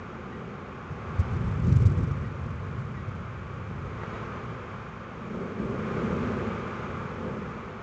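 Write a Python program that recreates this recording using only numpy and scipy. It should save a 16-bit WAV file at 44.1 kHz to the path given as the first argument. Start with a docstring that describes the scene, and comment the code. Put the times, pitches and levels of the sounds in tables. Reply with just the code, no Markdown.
"""Thunder over a hillside town in steady rain, heard from a porch through a small camera's microphone.
Shock waves from the lightning channel arrive as thuds, pile up into a clap and roll away; a second,
lighter peal follows while the rain swells. The porch roof rings hollow; a few drops ping on metal."""
import sys
import numpy as np
from scipy import signal
from scipy.fft import rfft, irfft
from scipy.io import wavfile
from scipy.ndimage import uniform_filter1d

SR = 44100
rng = np.random.default_rng(int(sys.argv[2]) if len(sys.argv) > 2 else 0)


def store_wav(level_fs):
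    """Save 16-bit WAV to argv[1]."""
    pcm = np.round(np.clip(np.atleast_2d(level_fs), -1, 1) * 32767)
    wavfile.write(sys.argv[1], SR, pcm.T.astype(np.int16))


N = 345170
TIME = np.arange(N) / SR


def undb(db):
    """Decibels to gain."""
    return 10 ** (np.asarray(db) / 20)


def unit(x):
    """Scale to rms 1."""
    return x / np.sqrt(np.mean(x ** 2))


def add(out, start_s, sound):
    """Mix a sound in at start_s."""
    start = int(start_s * SR)
    out[start:start + len(sound)] += sound[:N - start]


def butter(x, hz, kind, order=2):
    """Butterworth low-, high- or band-pass."""
    return signal.sosfilt(signal.butter(order, hz, kind, fs=SR, output="sos"), x)


def colour(x, response):
    """Minimum-phase filter from (frequency [Hz], gain [dB]) rows; output rms 1."""
    hz, db = np.transpose(response)
    bins_hz = np.maximum(np.fft.rfftfreq(N, 1 / SR), 1)
    gain = undb(np.interp(np.log(bins_hz), np.log(hz), db))
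    cepstrum = irfft(np.log(gain), N)
    cepstrum[1:N // 2] *= 2  # fold onto positive time: causal
    cepstrum[N // 2 + 1:] = 0
    return unit(irfft(rfft(x) * np.exp(rfft(cepstrum)), N))


def waver(per_s):
    """Random steps, smoothed twice; rms 1."""
    hold = int(SR / per_s)
    steps = np.repeat(rng.standard_normal(N // hold + 1), hold)
    return unit(uniform_filter1d(uniform_filter1d(steps, hold), hold)[:N])


def arrivals(per_s, spread_db):
    """Impulses of random time, size and sign."""
    hits = rng.random(N) < per_s / SR
    return hits * undb(spread_db * rng.standard_normal(N)) * rng.choice([-1, 1], N)


def envelope(bed_db, swells):
    """Gain of a steady bed plus swells that rise, hold and fall; powers add."""
    power = undb(bed_db) ** 2
    for crest_s, rise_db_per_s, hold_s, fall_db_per_s, db in swells:
        before_s = np.maximum(crest_s - TIME, 0)
        after_s = np.maximum(TIME - crest_s - hold_s, 0)
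        power += undb(db - rise_db_per_s * before_s - fall_db_per_s * after_s) ** 2
    return np.sqrt(power)


def rain():
    """Far drops merge into a wash, nearer ones patter faintly; the porch roof adds a hollow band."""
    # rain spectrum: (frequency [Hz], gain [dB])
    spectrum = [(200, -12.5), (500, 0), (720, -8), (950, -0.5), (1200, 2), (1500, -3.5), (1850, -11),
                (2350, -9.5), (2750, -17.5), (3200, -19.5), (4000, -27.5), (5500, -32.5), (6800, -31),
                (8200, -45.5)]
    # roof ring, fading as the microphone turns to the open: (time [s], level re wash [dB])
    porch = [(0, -12), (1.25, -12), (1.7, -19.5), (2.1, -30), (3.6, -31), (4.2, -19), (7.8, -16)]
    # rain surges: (crest [s], rise [dB/s], hold [s], fall [dB/s], level [dB])
    surges = [(1.196, 31, 0.044, 12, -43.5), (4.103, 34, .08, 12.5, -41.5), (5.953, 18.5, 0.56, 6.5, -39)]
    wash = colour(rng.standard_normal(N), spectrum) * undb(0.26 * waver(per_s=9))
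    patter = colour(arrivals(per_s=900, spread_db=2.5), spectrum)
    roof_db = np.interp(TIME, *np.transpose(porch))
    roof = unit(butter(rng.standard_normal(N), [700, 900], "band")) * undb(roof_db)
    return (wash + undb(-8.5) * patter + roof) * envelope(bed_db=-44.5, swells=surges)


def peal(spectrum, per_s, spread_db, even_s):
    """Shocks from countless kinks of the channel, dulled by the air; power levelled over even_s."""
    shocks = colour(arrivals(per_s, spread_db), spectrum)
    span = int(even_s * SR)
    power = uniform_filter1d(uniform_filter1d(shocks ** 2, span), span)
    return shocks / np.sqrt(power)


def thunder():
    """A deep, heaving roll and a lighter growl swell over the steady bed of the distant storm."""
    # roll and growl spectra: (frequency [Hz], gain [dB])
    roll_spectrum = [(20, -43), (35, -22.5), (50, -8.5), (70, -2), (95, 1), (125, -0.5), (170, -6),
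                     (230, -14), (350, -21), (500, -40.5), (800, -54), (2000, -69)]
    growl_spectrum = [(40, -18.5), (90, -16.5), (150, -1.5), (215, 2.5), (290, -4), (370, -2.5),
                      (500, -6.5), (620, -17), (800, -27), (1500, -59.5)]
    # one swell per channel branch or hill echo:
    # (crest [s], rise [dB/s], hold [s], fall [dB/s], roll level [dB], growl level [dB])
    swells = [(0.388, 18, .04, 21.5, -47, -40), (1.127, 49, .12, 32, -35.5, -41),
              (1.32, 200, 0.33, 28, -28.5, -43), (1.669, 153, 0.23, 120, -23, -37.5),
              (1.979, 170, 0.036, 34, -25.5, -38), (2.417, 120, 0.12, 6, -34, -53.5),
              (3.763, 49, 0.1, 21.5, -36.5, -47.5), (4.2, 24, 0.087, 20.5, -47.5, -41),
              (4.47, 79, 0.023, 35, -40.5, -47), (5.359, 67, 0.058, 62, -45, -32),
              (5.61, 163, 0.12, 25, -40.5, -31.5), (6.06, 35, 0.046, 27, -38, -28),
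              (6.297, 58, 0.12, 26, -37, -32), (6.847, 50, 0.2, 20, -41, -39),
              (7.26, 88, 0.02, 26.5, -42, -33.3)]
    roll_gain = envelope(bed_db=-46.5, swells=[(*shape, db) for *shape, db, _ in swells])
    growl_gain = envelope(bed_db=-45.5, swells=[(*shape, db) for *shape, _, db in swells])
    roll = peal(roll_spectrum, per_s=1500, spread_db=2, even_s=0.032) * roll_gain
    growl = peal(growl_spectrum, per_s=2000, spread_db=2, even_s=0.052) * growl_gain
    heave_db = 0.8 * waver(per_s=22)
    return roll * undb(heave_db) + growl


def drips():
    """Heavy drops: a short dull splash and a faint ring of the metal they strike."""
    # drops on a rail or gutter: (time [s], ring level [dB], splash level [dB])
    drops = [(.325, -46, -53), (1.96, -51, -47), (2.043, -58, -46), (2.245, -48, -45), (2.971, -45.5, -56),
             (4.015, -46, -46), (4.032, -63, -29.5), (4.135, -43.5, -45), (4.152, -54, -36),
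             (4.23, -56, -36)]
    # metal modes: (frequency [Hz], level [dB], t60 [s])
    modes = [(1919, -1, 0.24), (2870, -15, .14), (3830, -17, .21)]
    out, t = np.zeros(N), TIME[:SR // 3]
    ring = sum(undb(db - 60 * t / t60_s) * np.sin(2 * np.pi * hz * t) for hz, db, t60_s in modes)
    splash_decay = np.exp(-t / 0.0057)
    for start_s, ring_db, splash_db in drops:
        splash = unit(butter(rng.standard_normal(len(t)), [350, 1500], "band", order=3)) * splash_decay
        add(out, start_s, undb(ring_db) * ring + undb(splash_db) * splash)
    return out


def thuds():
    """Broadside stretches of channel arrive all at once; distance rounds each to a few deep swings."""
    # strong shock fronts: (time [s], peak level [dB], pitch [Hz])
    fronts = [(.91, -29, 99), (0.923, -27, 141), (1.199, -14, 90), (1.334, -30, 85), (1.66, -24, 78),
              (1.682, -21, 195), (1.697, -21, 80), (1.726, -11, 125), (1.763, -12, 118), (1.80, -18.5, 100),
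              (1.827, -16, 139), (1.861, -10, 94), (1.883, -20.5, 175), (2.113, -25, 100),
              (2.214, -30.5, 136), (2.506, -24.5, 114), (2.79, -24.5, 119), (3.089, -28.5, 112),
              (5.372, -25, 180), (5.6, -23, 227), (6.235, -32, 72)]
    out, t = np.zeros(N), TIME[:SR // 10] - 0.05  # centred on the peak
    width_cycles = 1.07
    for peak_s, db, hz in fronts:
        cycles = hz * t
        pulse = -np.cos(2 * np.pi * cycles) * np.exp(-(cycles / width_cycles) ** 2)
        add(out, peak_s + t[0], undb(db) * pulse)
    return out


def scene():
    """Rain, thunder, drips and thuds; mono."""
    return (rain() + thunder() + drips() + thuds())[None]


def record(dry):
    """Deep bass cut, two narrow dips, top cut. A faint fizz rides on the loud swings."""
    # microphone response dips: (frequency [Hz], width [Hz])
    notches = [(298, 55), (965, 57)]
    fizz_db, rolloff_hz, top_hz = -32.5, 7380, 8200
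    sound = butter(dry, 27, "high", order=3)
    for hz, width_hz in notches:
        sound = signal.lfilter(*signal.iirnotch(hz, hz / width_hz, fs=SR), sound)
    sound = sound * (1 + undb(fizz_db) * rng.standard_normal(N))
    sound = butter(sound, rolloff_hz, "low", order=6)
    return signal.sosfilt(signal.ellip(8, .2, 70, top_hz, fs=SR, output="sos"), sound)


dry = scene()
out = record(dry)
store_wav(out)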